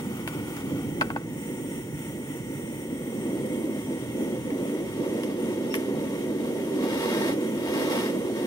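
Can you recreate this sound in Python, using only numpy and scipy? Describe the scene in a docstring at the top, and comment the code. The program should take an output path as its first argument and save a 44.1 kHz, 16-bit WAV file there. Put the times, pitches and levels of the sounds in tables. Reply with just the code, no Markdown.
"""A handheld gas torch burns on a potting table: a soft low roar, a faint rush, and a jet hissing and
singing thinly through the burner tube. The flame flaps as the torch is swung down and set on the table
with three knocks. The valve is opened further and the burner heats up. Steel scissors squeak and click;
then the flame twice swells to a rush on their blades, and a weaker third pass begins.
All is heard a little to the left, among pots and leaves that scatter the treble."""
import sys
import numpy as np
from scipy.fft import rfft, irfft, next_fast_len
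from scipy.io import wavfile
from scipy.ndimage import map_coordinates

SR = 44100
rng = np.random.default_rng(int(sys.argv[2]) if len(sys.argv) > 2 else 0)


def put_to_file(sound):
    """Save the sound as 16-bit audio at rate SR, in the file named by the first command-line argument."""
    columns = np.atleast_2d(sound).T  # one column per channel
    safe = np.clip(columns, -1, 1)
    whole_steps = np.round(safe * 32767)
    wavfile.write(sys.argv[1], SR, whole_steps.astype(np.int16))


N = 373086

# gas pressure sags: (time [s], length [s], nominal depth [dB])
PRESSURE_SAGS = [(1.21, .17, 5.5), (1.88, .12, 3), (2.39, 0.16, 3)]


def amp(db):
    """Decibels to gain."""
    return 10 ** (np.asarray(db) / 20)


def unit(x):
    """x at rms 1."""
    return x / np.sqrt(np.mean(np.abs(x) ** 2) + 1e-20)


def along(points, hz, column=1):
    """One column of a spectrum table, read on log frequency."""
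    table = np.transpose(points)
    return np.interp(np.log(hz + 1), np.log(table[0]), table[column])


def curve(rows):
    """One value per sample from (time [s], value) rows."""
    return np.interp(np.arange(N) / SR, *np.transpose(rows))


def ramp(start_s, length_s):
    """Smooth step from 0 to 1."""
    progress = np.clip((np.arange(N) / SR - start_s) / length_s, 0, 1)
    return np.sin(np.pi * progress / 2) ** 2


def swells(rows, column=2):
    """Sum of bell curves from (time [s], length at half height [s], size, ...) rows."""
    t = np.arange(N) / SR
    return sum(row[column] * np.exp2(-np.minimum(np.abs(2 * (t - row[0]) / row[1]), 10) ** 2)
               for row in rows)


def wobble(rate_hz):
    """Smooth random curve with knots at rate_hz."""
    count = int(N * rate_hz / SR) + 4
    steps = np.arange(10 * count) / 10
    spline = map_coordinates(rng.standard_normal(count), [steps])
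    return np.interp(np.arange(N) * rate_hz / SR, steps, spline)


def filtered(x, response):
    """x through a frequency response."""
    n = x.shape[-1]
    size = next_fast_len(n + SR // 4, real=True)
    return irfft(rfft(x, size) * response(np.fft.rfftfreq(size, 1 / SR)), size)[..., :n]


def noise(response):
    """Coloured noise of rms 1 in three rows: direct, scattered left, scattered right."""
    size = next_fast_len(N, real=True)
    f = np.fft.rfftfreq(size, 1 / SR)
    white = rng.standard_normal((3, 2 * len(f))).view(complex)
    return unit(irfft(white * response(f), size)[:, :N])


def resonance(f, hz, width_hz):
    """Causal response of one mode."""
    return 1j * f * width_hz / (hz * hz - f * f + 1j * f * width_hz)


def heat():
    """Burner heat, 0-1."""
    # warm-up: (time [s], heat [0-1])
    warm_up = [(0, 0.01), (1.2, 0.1), (2.9, 0.25), (3.3, 0.49), (4.0, 0.55), (4.6, 0.59), (5.1, 0.94),
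               (8.46, 0.98)]
    return np.clip(curve(warm_up), 0, 1)


def warming(cold, hot):
    """Equal-power cross-fade as the burner heats."""
    share = heat()
    return np.sqrt(1 - share) * cold + np.sqrt(share) * hot


def roar(roar_db=-35, rumble_db=-40, valve_db=5.5, blades_db=2.0):
    """Turbulent combustion: a roar that rises in pitch with heat, over a rumble with its own swells."""
    # roar spectrum: (frequency [Hz], relative level cold [dB], hot [dB])
    roar_spectrum = [(86, -41, -38), (186, -4.5, -9), (210, 1, -2), (299, 2, -1), (397.3, -5.5, -0.5),
                     (417, -10, -10), (483.4, -6, -3), (603, -21.5, -15.5), (651, -18.5, -13),
                     (700, -23.5, -35.5), (735, -22, -19), (820, -18.5, -28), (890, -28.5, -23),
                     (2530, -44, -58)]
    # rumble spectrum: (frequency [Hz], relative level [dB])
    rumble_spectrum = [(25, -39), (60, -14), (85, -13), (125, -3), (165, -1), (300, -31)]
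    # draughts from torch and hands bend the flame: (time [s], length [s], roar [dB], rumble [dB])
    draughts = [(.4, 0.092, 1, 3), (.72, 0.083, 5, 6), (.95, 0.34, 3.5, 5), (1.94, 0.069, -0.5, 7.5),
                (3.84, 0.088, -6, 2.5), (4.07, 0.13, -6, 4), (4.29, 0.2, 1, -1), (4.43, 0.057, -7.5, 5.5),
                (4.73, 0.13, -0.5, -4), (4.91, 0.12, -5, 5.5), (5.06, 0.12, 1.5, 1), (5.96, 0.049, -0.5, 6),
                (8.16, 0.035, 6, 0)]
    cold = noise(lambda f: amp(along(roar_spectrum, f, column=1)))
    hot = noise(lambda f: amp(along(roar_spectrum, f, column=2)))
    rumble = noise(lambda f: amp(along(rumble_spectrum, f)) / (1 + (f / 400) ** 4))
    blades = on_blades()
    gas_db = valve_db * ramp(start_s=2.85, length_s=0.59) - 0.5 * swells(PRESSURE_SAGS)
    air_db = swells(draughts) + blades_db * (blades / blades.max()) ** 2
    flutter_db = wobble(18) + 0.17 * wobble(3.8)
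    flame_db = roar_db + 0.53 * heat() + gas_db + air_db + flutter_db
    deep_db = rumble_db - 5 * heat() + swells(draughts, column=3) + 0.5 * wobble(8.7)
    return warming(cold, hot) * amp(flame_db) + rumble * amp(deep_db)


def tube_hiss(waver=0.003):
    """Jet noise rings the burner tube; the resonances waver slightly."""
    # tube modes: (frequency [Hz], width [Hz], relative level cold [dB], hot [dB])
    modes = [(921, 122, 2.5, 3), (1126, 34, -6.5, 1.5), (1373, 340, -0.5, -1), (1930, 233, 3.5, 2),
             (2147, 127, 4, 3.5), (2390, 170, -1.5, -1.5), (3054, 170, 0, 0.5), (3265, 130, -1.5, -0.5),
             (5550, 200, -1.5, -3.5), (5913, 220, -1, -1.3), (7050, 200, 0.7, -3.5), (8600, 400, 0.5, -7),
             (9350, 220, 0, -3.5), (15650, 450, 1.5, -6.5)]
    # hiss between the modes: (frequency [Hz], relative level [dB])
    floor = [(600, -39), (1400, -41), (2600, -2.5), (3700, -10), (4700, -32), (6300, -10.5), (9200, -10),
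             (11800, -19), (13000, -19), (15600, -17)]

    def colour(f, column):
        rings = sum(np.abs(amp(row[column]) * resonance(f, row[0], row[1])) ** 4.25 for row in modes)
        return np.sqrt(rings + amp(along(floor, f)) ** 2)

    cold = noise(lambda f: colour(f, column=2))
    hot = noise(lambda f: colour(f, column=3))
    position = np.cumsum(1 + waver * wobble(4))
    return np.array([map_coordinates(row, [position], mode="mirror") for row in warming(cold, hot)])


def whistles(flicker_db=1.2, wander_hz=40, cold_blur_hz=125):
    """Noise bands shed by the nozzle slide with gas speed and flicker; blurred while it is cold."""
    # top whistle, following gas pressure: (time [s], pitch [Hz])
    glide = [(0, 14200), (.3, 13950), (.8, 14350), (1.25, 13780), (1.65, 14250), (1.95, 13950),
             (2.4, 13800), (2.75, 14200), (4.3, 14440), (8.46, 14480)]
    # whistles: (pitch [ratio to top], half-width [Hz], relative level [dB])
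    bands = [(1, 210, -11.7), (.738, 150, -14.5), (.61, 180, -10.5)]
    pitch_hz = curve(glide) + wander_hz * wobble(9) + cold_blur_hz * (1 - heat()) * wobble(300)
    phase = 2 * np.pi * np.cumsum(pitch_hz) / SR
    out = np.zeros((3, N))
    for ratio, half_width_hz, db in bands:
        baseband = noise(lambda f: 1 / (1 + (f / half_width_hz) ** 2))
        whistle = baseband * np.cos(ratio * phase) + baseband[:, ::-1] * np.sin(ratio * phase)
        out += amp(db + flicker_db * wobble(16)) * whistle
    return out


def jet(hiss_db=-45.5, whistle_db=-46.5, waver_db=1.27):
    """Gas leaves the nozzle at unsteady pressure; a sag weakens its tones more than its hiss."""
    sag_db = swells(PRESSURE_SAGS)
    hiss = amp(hiss_db - 0.64 * sag_db) * tube_hiss()
    singing = (amp(whistle_db) * whistles() + tube_tones()) * amp(-1.6 * sag_db)
    return (hiss + singing) * amp(waver_db * wobble(9))


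def flapping(level_db=-45, gusts_db=2):
    """Air tears at the flame until the swung torch comes to rest."""
    # flap spectrum: (frequency [Hz], relative level [dB])
    spectrum = [(250, -42), (550, -5), (800, 4), (1050, -0.5), (1500, 1), (1700, -23), (2230, 2),
                (2470, -6), (3170, -4), (3900, -16)]
    swing = 1 - ramp(start_s=0.61, length_s=0.52)
    return noise(lambda f: amp(along(spectrum, f))) * swing * amp(level_db + gusts_db * wobble(45.4))


def rush(cold_db=-57.5, heat_gain_db=14.5, blades_gain_db=16, flutter_db=1.0, sputter_db=1.23):
    """Broken flame sputters and rings nearby hollows; it grows with heat and swells on the blades."""
    # broken-flame spectrum: (frequency [Hz], relative level [dB])
    spectrum = [(150, -38), (500, 7.5), (690, -4), (1280, -9), (1680, -15.5), (2450, -9.5), (2700, -22),
                (3500, -12.5), (4500, -16), (5600, -15), (7000, -23), (9500, -19), (15500, -25.5)]
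    # hollows among pots and table: (frequency [Hz], width [Hz], relative level [dB])
    hollows = [(909, 94, 1.5), (1120, 80, -2.5), (1330, 80, -6.5), (1580, 55, -3), (1862, 130, -0.5),
               (2130, 190, -3), (2814, 190, -5), (3290, 300, -8.5), (3796, 100, -7)]

    def colour(f):
        rings = sum(amp(db) ** 2 / (1 + (2 * (f - hz) / width_hz) ** 2) ** 2
                    for hz, width_hz, db in hollows)
        return np.sqrt(amp(along(spectrum, f)) ** 2 + rings)

    tearing = unit(amp(flutter_db * wobble(25) + sputter_db * wobble(220)))
    strength = np.hypot(amp(cold_db + heat_gain_db * heat()), amp(blades_gain_db) * on_blades())
    return noise(colour) * tearing * strength


def blips():
    """Brief low blips in the roar, each a ripple of about two cycles."""
    # blips: (time [s], peak [dB], frequency [Hz])
    ripples = [(.073, -24.5, 231), (4.655, -30, 593), (5.951, -33, 650), (6.031, -35, 646),
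               (8.302, -28, 600)]
    out = np.zeros(N)
    for time_s, db, hz in ripples:
        cycles = hz * (np.arange(N) / SR - time_s)
        out += amp(db) * np.cos(2 * np.pi * cycles) * np.exp(-np.minimum(np.abs(cycles), 10) ** 2)
    return out


def contacts(events, modes, t60_s, tail_db, tail_t60_s, gain_db):
    """Each contact is a short chatter that rings the modes, with its own level and brightness."""
    def body(f):
        return sum((-1) ** k * amp(db) * resonance(f, hz, width_hz)
                   for k, (hz, width_hz, db) in enumerate(modes))

    out = np.zeros((3, N + SR))
    t = np.arange(SR // 4) / SR
    decay = amp(-60 * t / t60_s) + amp(tail_db - 60 * t / tail_t60_s)
    for time_s, db, bright_hz in events:
        chatter = rng.standard_normal((3, len(t))) * decay
        hit = filtered(chatter, lambda f: body(f) / (1 + 1j * f / bright_hz) ** 2)
        rms = np.linalg.norm(hit, axis=1, keepdims=True) / np.sqrt(0.01 * SR)  # energy over 10 ms
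        start = round(time_s * SR)
        out[:, start:start + len(t)] += amp(db + gain_db) * hit / rms
    return out[:, :N]


def knocks():
    """The torch is knocked in the hand, then its base meets the table; can and table ring."""
    # knocks: (time [s], relative level [dB], brightness [Hz])
    hits = [(.2755, -28.5, 9000), (1.0106, -17, 3540), (1.0155, -21.5, 1900), (1.1018, -27.5, 1900),
            (1.1612, -23.5, 1000)]
    # gas can and table modes: (frequency [Hz], width [Hz], relative level [dB])
    modes = [(594, 400, -4), (884, 126, 2.5), (1107, 39, 3), (1344, 64, 5), (1510, 77, 6), (2210, 230, 0.5),
             (2620, 170, 0), (3210, 430, -6.5), (4650, 570, -8), (11130, 3000, -7)]
    return contacts(hits, modes, t60_s=0.02, tail_db=-31, tail_t60_s=0.53, gain_db=-2)


def tube_tones(fade_s=0.17):
    """The jet locks on to single sharp tube resonances, then lets them go."""
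    # thin tones: (start [s], end [s], frequency [Hz], width [Hz], level [dB])
    tones = [(.55, .95, 3170, 80, -59.5), (1.22, 4.0, 8370, 70, -56.5), (1.25, 3.95, 8540, 65, -59.5),
             (2.8, 3.8, 2150, 70, -55), (2.75, 4.3, 3262, 60, -61)]
    out = np.zeros((3, N))
    for start_s, end_s, hz, width_hz, db in tones:
        held = ramp(start_s, fade_s) * (1 - ramp(end_s, fade_s))
        out += amp(db) * held * noise(lambda f: 1 / (1 + (2 * (f - hz) / width_hz) ** 2))
    return out


def clicks():
    """Valve and scissors click lightly in the hands; their small parts ring."""
    # clicks: (time [s], relative level [dB], brightness [Hz])
    hits = [(.566, -50, 6300), (3.4594, -55, 14150), (4.503, -49.5, 1190), (5.2335, -44.5, 4500),
            (5.7405, -34, 2600), (5.7525, -40, 12100)]
    # small-part modes: (frequency [Hz], width [Hz], relative level [dB])
    modes = [(1060, 95, 17.5), (1750, 150, 22.5), (2130, 290, 24.5), (3070, 410, 21.5), (5500, 1000, 17),
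             (8500, 720, 19.5), (11200, 910, 26.5), (13400, 1500, 22)]
    return contacts(hits, modes, t60_s=0.02, tail_db=-20, tail_t60_s=0.26, gain_db=8)


def squeak(start_s=5.698, length_s=0.054, pitch_hz=2750, rise=0.053, roughness=0.028, level_db=-40):
    """The scissors' dry pivot sings briefly, rising, just before the blades shut."""
    progress = np.clip((np.arange(N) / SR - start_s) / length_s, 0, 1)
    hz = pitch_hz * (1 + rise * progress + roughness * wobble(400))
    phase = 2 * np.pi * np.cumsum(hz) / SR
    swell = amp(level_db) * 2 * np.sqrt(progress * (1 - progress))
    return swell * (amp(-5) * np.sin(phase) + np.sin(2 * phase))


def on_blades(attack_s=0.17, edge_db=-5, swell_s=0.42):
    """Strength of the flame breaking on the blades: weaker at its edge, swelling as they move in."""
    # blades in the flame: (enter [s], leave [s], release [s], relative level [dB])
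    passes = [(6.71, 7.288, .09, -46.5), (7.56, 7.997, .2, -45.5), (8.216, 8.46, .1, -53.5)]
    strength = np.zeros(N)
    for enter_s, leave_s, release_s, db in passes:
        held = ramp(enter_s, attack_s) * (1 - ramp(leave_s, release_s))
        strength += held * amp(db + edge_db * (1 - ramp(enter_s, swell_s)))
    return strength


def nearby_echoes(x, count=7, nearest_s=0.003, farthest_s=0.014, echo_db=-11, drift_s=0.00004):
    """Pots and leaves return weak copies, whose paths drift a little as the hands move."""
    shift_s = drift_s * wobble(0.7)
    out = x.copy()
    for place, heading, polarity in rng.random((count, 3)):
        delay_s = nearest_s + place * (farthest_s - nearest_s) + np.cos(np.pi * heading) * shift_s
        echo = x[(np.arange(N) - np.round(delay_s * SR).astype(int)) % N]
        out += np.sign(polarity - 0.5) * amp(echo_db) * echo
    return out / np.sqrt(1 + count * amp(echo_db) ** 2)


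def table_top(f, strength=0.084, dull_hz=2000, delay_s=0.00347):
    """One bounce off the table puts shallow, evenly spaced dips in the low mids."""
    return 1 + strength / (1 + (f / dull_hz) ** 2) * np.exp(-2j * np.pi * f * delay_s)


def microphones(x, lead_s=0.00018):
    """Direct sound reaches the left microphone first; scattered noise is unrelated between the two."""
    # scattered part of the sound: (frequency [Hz], power share [0-1])
    scatter = [(30, 1), (60, 0.27), (130, 0.01), (350, 0.06), (550, 0), (720, 1), (900, 0.14), (2500, 0.33),
               (3600, 0.76), (4500, 0.85), (8000, 0.99), (15000, 1)]
    # balance: (frequency [Hz], left minus right [dB])
    balance = [(40, -.5), (70, 0), (140, -2), (300, -.3), (520, -4.5), (900, 1.7), (4000, 1.1), (8000, 0),
               (13000, -2)]
    sides = np.array([[1], [-1]])
    share = lambda f: np.clip(along(scatter, f), 0, 1)
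    direct = filtered(x[0], lambda f: np.sqrt(1 - share(f)) * np.exp(1j * np.pi * f * lead_s * sides))
    echoes = np.array([nearby_echoes(row) for row in x[1:]])
    scattered = filtered(echoes, lambda f: np.sqrt(share(f)))
    return filtered(direct + scattered, lambda f: table_top(f) * amp(sides * along(balance, f) / 2))


def scene():
    """The burning torch and the handling around it, in stereo."""
    handling = knocks() + clicks()
    torch = roar() + blips() + flapping() + jet() + rush()
    return microphones(torch + handling + squeak())


def record(dry):
    """Hard band limit on the treble."""
    top_hz = 15760
    return filtered(dry, lambda f: f < top_hz)


dry = scene()
out = record(dry)
put_to_file(out)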